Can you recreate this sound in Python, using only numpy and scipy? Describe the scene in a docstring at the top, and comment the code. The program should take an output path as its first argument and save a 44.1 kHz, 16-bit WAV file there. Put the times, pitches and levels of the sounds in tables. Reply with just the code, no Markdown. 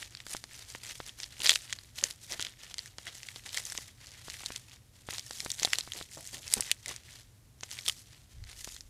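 """Leaves rustle and rip as a large animal feeds in a tree, pulling at a branch and stripping it.
With each pull the leaves rub and crinkle and the bending branch ticks. Stalks and twigs snap,
and once the branch springs back with a hollow knock. The mouth adds dull pops and scuffs.
Under it all lie a low outdoor rumble, a faint hum and a thin hiss."""
import sys
import numpy as np
from scipy import signal
from scipy.io import wavfile

SR = 44100
rng = np.random.default_rng(int(sys.argv[2]) if len(sys.argv) > 2 else 0)


def pcm_store(signal):
    """Save signal as 16-bit PCM."""
    levels = np.round(np.clip(np.atleast_2d(signal), -1, 1) * 32767)
    wavfile.write(sys.argv[1], SR, levels.astype(np.int16).T)


N = 392049
TIME = np.arange(N) / SR


def gain_of(db):
    """Turns decibels into a number to multiply a sound by."""
    return 10 ** (np.asarray(db) / 20)


def evened(x):
    """Scales a sound to an average strength (rms) of 1."""
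    return x / np.sqrt(np.mean(x ** 2) + 1e-20)


def level_at(tone, hz):
    """Looks up the level in dB that a tone table gives at hz."""
    f, db = np.transpose(tone)
    return np.interp(np.log(hz + 1), np.log(f + 1), db)


def add(mix, start_s, sound):
    """Lays a sound into the mix at start_s."""
    part = mix[max(round(start_s * SR), 0):][:len(sound)]
    part += sound[:len(part)]


def colour(x, shape_db, size=2048):
    """Turns each frequency up or down by shape_db(hz), keeping sudden starts sharp."""
    log_gain = np.log(gain_of(shape_db(abs(np.fft.fftfreq(size, 1 / SR)))))
    response = np.exp(np.conj(signal.hilbert(log_gain)))  # rings after a hit, never before
    return signal.fftconvolve(x, np.fft.ifft(response).real)[:len(x)]


def bump(hz, centre_hz, octaves):
    """A hump of height 1 around the pitch at which something rings."""
    return 1 / (1 + (np.log2((hz + 1) / centre_hz) / octaves) ** 2)


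def split(x, hz=5210, order=4):
    """The parts of a sound below and above hz: its body and its treble."""
    filters = [signal.butter(order, hz, side, fs=SR, output="sos") for side in ("low", "high")]
    return [signal.sosfilt(sos, x) for sos in filters]


def wander(rate_hz):
    """A smooth random drift, changing up to about rate_hz times a second."""
    smoothing = signal.butter(2, rate_hz, fs=SR, output="sos")
    return evened(signal.sosfilt(smoothing, rng.standard_normal(N)))


def crinkle(per_s, spread_db, size=N):
    """Tiny clicks at random moments: many small, a few large."""
    strength = gain_of(spread_db * np.minimum(rng.exponential(1, size), 3.5))
    return evened(strength * rng.choice([-1, 1], size) * (rng.random(size) < per_s / SR))


# Tone of the outdoor air: f/Hz, relative level/dB
AIR_TONE = [(20, -18), (45, -4.5), (80, -6), (122, -7), (150, -15), (240, -18), (330, -22.5), (450, -26),
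            (1000, -32), (3300, -34), (7000, -33.5), (11400, -35), (15200, -42.5), (16200, -67)]
# How far the low rumble is turned up or down: t/s, level/dB
RUMBLE_SWELL = [(0, -1), (8.31, -9), (8.37, 21), (8.46, 15), (8.58, 7)]


def outdoors(air_db=-60.5, rumble_hz=130, hum_hz=119, hum_db=-68):
    """A thin hiss, a faint wavering hum and a distant rumble that swells near the end."""
    air = evened(colour(rng.standard_normal(N), lambda hz: level_at(AIR_TONE, hz), size=4096))
    rumble, _ = split(air, rumble_hz)
    swell_db = np.interp(TIME, *np.transpose(RUMBLE_SWELL))
    air += rumble * (gain_of(swell_db) - 1)
    hum = np.sqrt(2) * np.sin(2 * np.pi * hum_hz * TIME + 0.55 * wander(rate_hz=2))
    return gain_of(air_db) * air + gain_of(hum_db) * hum


# Lips scuffing along the branch: t/s, length/s, relative level/dB, f/Hz, ring boost/dB
LIP_SCUFFS = [(0.295, 0.055, -66, 850, 6), (1.396, 0.024, -52.5, 810, -7), (1.454, 0.088, -63, 613, 19),
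              (2.024, 0.033, -54, 554, 9), (2.296, 0.072, -57, 650, 2), (3.452, 0.022, -59, 820, 5),
              (5.123, 0.025, -56, 1044, 7), (5.424, 0.031, -61.5, 700, -1), (5.942, 0.065, -57.5, 800, 3),
              (6.168, 0.03, -51.5, 680, 2), (6.188, 0.042, -64, 700, 17), (6.319, 0.086, -59.5, 674, -2),
              (6.564, 0.025, -43, 606, -12.5), (6.866, 0.063, -59, 594, 13), (6.909, 0.0083, -47, 1170, 10),
              (7.88, 0.025, -49, 1253, 20)]


def lip_scuffs(level_db=4.5, fall_db_per_octave=11, size=8192):
    """Quick slips of the lips ring in the hollow of the mouth, which muffles all above its pitch."""
    out, t = np.zeros(N), TIME[:size]
    for start_s, length_s, db, mouth_hz, ring_db in LIP_SCUFFS:
        def hollow(hz):
            octaves_above = np.log2(np.maximum(hz / mouth_hz, 1))
            return ring_db * bump(hz, mouth_hz, octaves=0.13) - fall_db_per_octave * octaves_above
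        slips = colour(crinkle(per_s=1500, spread_db=3, size=size), hollow)
        stroke = np.interp(t / length_s, [0, .15, .7, 1.3], [0, 1, .8, 0])  # rise, hold, fade
        add(out, start_s, gain_of(db + level_db) * evened(slips) * stroke)
    return out


# Dull pops of the mouth on the shoots: t/s, relative level/dB, length of the push/s
MOUTH_POPS = [(0.2667, -44.5, 0.00045), (0.3488, -36.5, 0.00047), (0.4401, -43, 0.00024),
              (0.751, -41, 0.0004), (1.0024, -34, 0.00037), (2.0275, -44.5, 0.00037),
              (2.3956, -28, 0.00008), (2.9851, -39, 0.00018), (3.3616, -48.5, 0.00048),
              (3.7513, -42.5, 0.00019), (3.7855, -43, 0.00052), (4.283, -40.5, 0.0004),
              (4.4072, -42.5, 0.00018), (4.4356, -42.5, 0.00018), (4.5044, -38.5, 0.00035),
              (5.088, -35.5, 0.00039), (5.3087, -39.5, 0.00031), (5.4618, -33, 0.00036),
              (5.6202, -42.5, 0.00067), (5.6489, -43, 0.00027), (5.6747, -36.5, 0.00021),
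              (5.876, -43, 0.00041), (6.012, -38, 0.00036), (6.599, -37.5, 0.00042),
              (7.633, -36.5, 0.00014), (8.6754, -42, 0.00044)]
# Tone of the mouth: f/Hz, relative level/dB
MOUTH_TONE = [(60, 1), (200, 2), (700, 2), (1500, 4), (2200, 5.5), (5000, 0.5), (12000, -48)]


def mouth_pops(level_db=7, rebound_s=0.0052, size=1024):
    """Each pop is one brief push of air, followed by a small ragged rebound."""
    out, t = np.zeros(N), TIME[:size]
    for start_s, db, length_s in MOUTH_POPS:
        push = np.clip((length_s - t) * SR, 0, 1)
        rebound = 0.33 * rng.standard_normal(size) * np.exp(-t / rebound_s)
        add(out, start_s, gain_of(db + level_db) * (push + rebound))
    return colour(out, lambda hz: level_at(MOUTH_TONE, hz))


# Notes the branch rings with: f/Hz, peak level/dB, time to fade by 60 dB/s
BRANCH_NOTES = [(595, -31, 0.011), (746, -26, 0.026)]


def branch_knock(start_s=5.6488):
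    """As its thickest shoot breaks, the branch springs back with a short, hollow, woody note."""
    out, t = np.zeros(N), TIME[:SR // 10]
    for hz, db, fade_s in BRANCH_NOTES:
        add(out, start_s, gain_of(db - 60 * t / fade_s) * np.sin(2 * np.pi * hz * t))
    return out


# Tone of cracking wood, for both ticks and snaps: f/Hz, relative level/dB
TWIG_TONE = [(100, -26), (600, -6), (1200, -8), (1900, 2.5), (2500, -3), (3200, -0.5), (5500, -7),
             (7500, -6), (10000, -12.5), (12500, -21), (15200, -27.5), (16200, -48)]


def branch_ticks(pull_db, bright_db, level_db=-6.5, ring_db=17):
    """Small dry ticks run through the bending branch; they are turned down in brighter pulls."""
    out = np.zeros(N)
    for tick_hz in np.geomspace(2100, 8500, num=8):
        wood = lambda hz: 0.6 * level_at(TWIG_TONE, hz) + ring_db * bump(hz, tick_hz, octaves=0.64)
        out += colour(crinkle(per_s=4, spread_db=1.5), wood)
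    return evened(out) * gain_of(level_db + pull_db - 0.9 * np.maximum(bright_db, 0))


# Stalks and twigs breaking: t/s, level/dB, ringing f/Hz, treble compared with body/dB
TWIG_SNAPS = [(0.027, -38, 2500, -27), (0.1501, -39, 4360, -10.5), (0.1716, -44.5, 4350, -9),
              (0.203, -41.5, 2970, -13), (0.2664, -41, 1900, -1), (0.367, -37.5, 4360, 8),
              (0.4402, -40, 3840, 6), (0.7017, -45, 5040, 1), (0.7494, -39.5, 1820, -23),
              (0.8494, -45.5, 2110, -4), (0.897, -42.5, 3790, -14), (0.919, -49, 5470, 7),
              (1.0644, -43.5, 5000, 3), (1.0933, -40.5, 3740, -13), (1.2017, -37, 5570, -6),
              (1.233, -34, 5070, -18), (1.2412, -37.5, 5000, -10), (1.4041, -36, 2740, -12),
              (1.4186, -32.5, 2880, -1), (1.459, -24, 3300, -9), (1.4625, -30, 4200, 0),
              (1.4648, -21, 4860, -10), (1.4725, -22.5, 4150, -8), (1.4895, -33, 3530, 5),
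              (1.4939, -12, 3300, -6.5), (1.4976, -27, 3640, 9), (1.5053, -21, 3290, -3),
              (1.5097, -23, 3670, -2), (1.5177, -24, 4400, -20.5), (1.5385, -31, 3320, 7),
              (1.5501, -34, 4730, 5), (1.5547, -31, 6290, 10), (1.558, -23, 2620, -5.5),
              (1.5746, -45, 2080, 1), (1.727, -28, 3320, -5.5), (1.7317, -35, 6660, -6),
              (1.7878, -41.5, 4670, -24), (1.9874, -37, 3460, -6), (2.0393, -18.5, 6230, 6.5),
              (2.1094, -36.5, 3860, 6), (2.322, -32, 5800, -5), (2.3955, -33.5, 3980, 4),
              (2.4064, -35, 3140, 3), (2.413, -34, 6070, 3), (2.418, -41, 3140, -2),
              (2.4253, -29.5, 3150, 1), (2.4491, -34, 3400, -8), (2.4676, -36, 3500, -22),
              (2.7422, -36.5, 6840, -1.5), (2.7829, -34, 4000, -1), (2.7916, -32, 4350, -14),
              (2.859, -43.5, 1870, 1), (2.9838, -39.5, 4570, 2), (3.0689, -38, 1980, -13),
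              (3.2315, -41.5, 2200, -4), (3.287, -37, 2300, -10), (3.36, -40.5, 4200, -7),
              (3.462, -41.5, 2030, -11), (3.492, -41.5, 4130, -5), (3.5446, -35, 3550, 15),
              (3.5738, -27, 2050, -5), (3.653, -35, 6890, 15), (3.7218, -34.5, 8300, -1),
              (3.777, -30.5, 6600, -5), (4.07, -46.5, 4610, 6), (4.3, -37, 4450, -3),
              (4.342, -41.5, 2200, -20), (4.395, -45, 4300, -4), (4.461, -30, 4240, -2),
              (4.5615, -33, 3900, 0), (5.104, -43.5, 1930, -18), (5.183, -33.5, 5200, -13),
              (5.195, -35.5, 4940, 4), (5.3095, -38, 4730, 4), (5.4037, -30.5, 4560, -2),
              (5.4485, -37, 8900, 11), (5.5032, -30, 3900, 4), (5.517, -28.5, 6050, 17),
              (5.597, -32, 4540, 2), (5.6321, -23.5, 6600, -1), (5.649, -20, 3800, 2),
              (5.654, -26, 3440, 11), (5.733, -19.5, 2360, -7), (5.7564, -33.5, 3920, -9),
              (5.7857, -25.5, 4300, 2), (5.8086, -32, 3900, -8), (5.9204, -33, 3400, -7),
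              (5.9348, -37, 6600, 2), (6.026, -40.5, 3490, 6), (6.2742, -39, 5430, 24),
              (6.479, -36.5, 5000, 16), (6.538, -16, 9900, 13.5), (6.6077, -23.5, 9100, 17),
              (6.6235, -37.5, 2680, -25), (6.696, -44, 2000, -8), (6.715, -18.5, 2900, 2.5),
              (6.86, -35, 2150, -1), (6.882, -36, 7130, 12), (6.9628, -38.5, 6010, 5.5),
              (7.609, -45.5, 6030, -1), (7.635, -35, 6100, -6.5), (7.714, -38, 5700, 0),
              (7.7887, -36, 2010, -15), (7.863, -33.5, 3500, -3), (7.881, -25, 3100, -10),
              (7.8855, -24, 3280, 17), (7.8968, -25, 3180, -3), (8.4395, -47.5, 4530, -9),
              (8.645, -37, 6060, 1), (8.7648, -42.5, 4450, -5), (8.808, -41.5, 5200, 4)]


def twig_snaps(strain_s=0.0007, fibres_s=0.0007, shiver_s=0.005, size=2048):
    """A stalk strains and gives way in one crack, its last fibres follow, and nearby leaves shiver."""
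    out = np.zeros(N)
    lead = round(0.004 * SR)  # samples before the crack
    t = (np.arange(size) - lead) / SR
    strain = 0.03 * np.exp(-abs(t) / strain_s)
    fibres = 0.24 * np.exp(-abs(t) / fibres_s)
    shiver = 0.03 * np.exp(-abs(t) / shiver_s)
    splinters = np.where(t < 0, strain, fibres + shiver)
    for start_s, db, ring_hz, treble_db in TWIG_SNAPS:
        crack = rng.standard_normal(size) * splinters
        crack[lead] = 1  # the break itself
        ring_db = 14 + 0.16 * db  # the harder the break, the more the stub rings

        def stalk(hz):
            # a thin stalk gives off little sound below its own pitch
            loss_db = 4 * np.clip(np.log2(ring_hz / (hz + 1)), 0, 2)
            return level_at(TWIG_TONE, hz) + ring_db * bump(hz, ring_hz, octaves=0.3) - loss_db
        body, treble = split(colour(crack, stalk))
        snap = evened(body) + gain_of(treble_db) * evened(treble)
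        snap /= np.std(snap[lead:2 * lead])  # the 4 ms after the break set the level
        add(out, start_s - lead / SR, gain_of(db) * snap)
    return out


# Pulls at the leaves, each with its own loudness and brightness; firm ones tend to be brighter:
# t/s, length/s, relative level/dB, brightness/dB
LEAF_PULLS = [(0.0, 0.022, -46, 0.5), (0.116, 0.11, -59.5, 0), (0.311, 0.025, -42, 3),
              (0.514, 0.053, -51, 1), (0.602, 0.024, -51.5, 0), (0.694, 0.067, -51, 1.5),
              (0.832, 0.091, -48.5, 0.5), (0.949, 0.056, -50, 3.5), (1.058, 0.023, -50.5, 0.5),
              (1.19, 0.069, -51.5, 2), (1.324, 0.11, -54, 0), (1.445, 0.024, -31, 1.5),
              (1.503, 0.024, -37, 3.5), (1.64, 0.11, -56.5, -3.5), (1.979, 0.13, -46.5, 1.5),
              (2.238, 0.01, -51, 3.5), (2.314, 0.017, -41, 1), (2.432, 0.047, -51.5, -1.5),
              (2.606, 0.12, -55, -0.5), (2.787, 0.094, -53.5, 1), (3, 0.15, -58.5, 1.5),
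              (3.074, 0.008, -49.5, -3.5), (3.145, 0.24, -52, 2), (3.461, 0.011, -48, 1),
              (3.551, 0.027, -37.5, 1), (3.637, 0.18, -47.5, 3), (3.823, 0.064, -56.5, 0.5),
              (4.013, 0.2, -54.5, -0.5), (4.257, 0.32, -49, 1.9), (4.684, 0.07, -57, 0),
              (4.958, 0.057, -62.5, 1), (5.102, 0.08, -44.5, 2), (5.275, 0.32, -48, 3.5),
              (5.602, 0.07, -41, 2), (5.726, 0.062, -42.5, 1), (5.857, 0.024, -51, 2.5),
              (5.967, 0.028, -44.5, 3), (6.12, 0.31, -51, 3.5), (6.338, 0.043, -52, 1),
              (6.457, 0.25, -48.5, 0), (6.52, 0.016, -40, 4.5), (6.577, 0.063, -49.5, 6),
              (6.886, 0.005, -41, 0), (7.065, 0.14, -57.5, 0.5), (7.637, 0.009, -53, 2.5),
              (7.714, 0.073, -47, 2), (7.86, 0.041, -44, 4), (7.965, 0.032, -57, 3.5),
              (8.08, 0.12, -61.5, -0.5), (8.303, 0.11, -65, 0), (8.485, 0.033, -51, -0.5),
              (8.58, 0.17, -50.5, 4)]


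def pulling(build_db_per_s=392, release_db_per_s=259, tremble_db=-15, settle_db_per_s=43.5):
    """Level and brightness of the leaves in dB: each pull builds, holds, lets go and trembles out."""
    t = TIME[::64]
    start_s, length_s, db, bright_db = np.transpose(LEAF_PULLS)[:, :, None]
    before_s = np.maximum(start_s - t, 0)
    after_s = np.maximum(t - start_s - length_s, 0)
    build = gain_of(db - build_db_per_s * before_s)
    release = gain_of(-release_db_per_s * after_s)
    tremble = gain_of(tremble_db - settle_db_per_s * after_s)
    power = build ** 2 * (release ** 2 + tremble ** 2)  # one row for each pull
    total = power.sum(0) + 1e-20
    brightness = (power * bright_db).sum(0) / total  # louder pulls count for more
    return np.interp(TIME, t, 10 * np.log10(total)), np.interp(TIME, t, brightness)


# Tone of rustling leaves: f/Hz, relative level/dB
LEAF_TONE = [(100, -27), (300, -7.5), (700, -5.5), (1100, -6.5), (1450, -3.5), (1950, 0), (2450, -2.5),
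             (3200, -0.5), (5000, -4), (7200, -4.5), (10000, -8.5), (12500, -12.5), (15200, -21.5),
             (16200, -49.5)]


def leaf_rustle(pull_db, bright_db, level_db=-1, ring_db=15, firm_db=-54, rip_db=-37, rip_hz=4100):
    """A soft pull only slides leaf on leaf; a firm one makes them crinkle, each with a short ring."""
    crinkles = np.zeros(N)
    for leaf_hz in np.geomspace(1800, 11000, num=16):
        touch = gain_of(1.5 * wander(rate_hz=12))  # the leaves take turns, so the tone shifts
        clicks = touch * crinkle(per_s=40, spread_db=3)
        crinkles += colour(clicks, lambda hz: ring_db * bump(hz, leaf_hz, octaves=0.066))
    crinkles = evened(crinkles)
    firmness = 1 / (1 + gain_of(firm_db - pull_db))
    friction = np.sqrt(firmness) * crinkles + np.sqrt(1 - firmness) * rng.standard_normal(N)
    friction *= gain_of(2.5 * wander(rate_hz=40))  # leaves catch and slip, so the sound comes in clumps
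    body, treble = split(evened(colour(friction, lambda hz: level_at(LEAF_TONE, hz))))
    lows, mids = split(body, hz=3000, order=1)
    body = mids + lows * gain_of(-0.49 * bright_db)  # brighter pulls have less low sound
    rubbing = body * gain_of(-1.255 * bright_db) + treble * gain_of(bright_db)
    # under the hardest pulls the taut leaves rip, and the sound gathers round one pitch
    rip_tone = lambda hz: level_at(LEAF_TONE, hz) + 20 * bump(hz, rip_hz, octaves=0.745)
    ripping = evened(colour(crinkles + rng.standard_normal(N), rip_tone))
    torn = 1 / (1.5 + np.exp((rip_db - pull_db) / 2))
    return (np.sqrt(1 - torn) * rubbing + np.sqrt(torn) * ripping) * gain_of(pull_db + level_db)


def scene():
    """Adds the tree, the mouth and the outdoor air together in one channel."""
    pull_db, bright_db = pulling()
    leaves = leaf_rustle(pull_db, bright_db)
    wood = branch_ticks(pull_db, bright_db) + twig_snaps() + branch_knock()
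    mouth = mouth_pops() + lip_scuffs()
    return (leaves + wood + mouth + outdoors())[None]


def record(dry):
    """Cuts away the highest treble, above 16200 Hz."""
    treble_cut = signal.firwin(511, 16200, window=("kaiser", 9), fs=SR)
    return signal.oaconvolve(dry, treble_cut[None], "same")


dry = scene()
out = record(dry)
pcm_store(out)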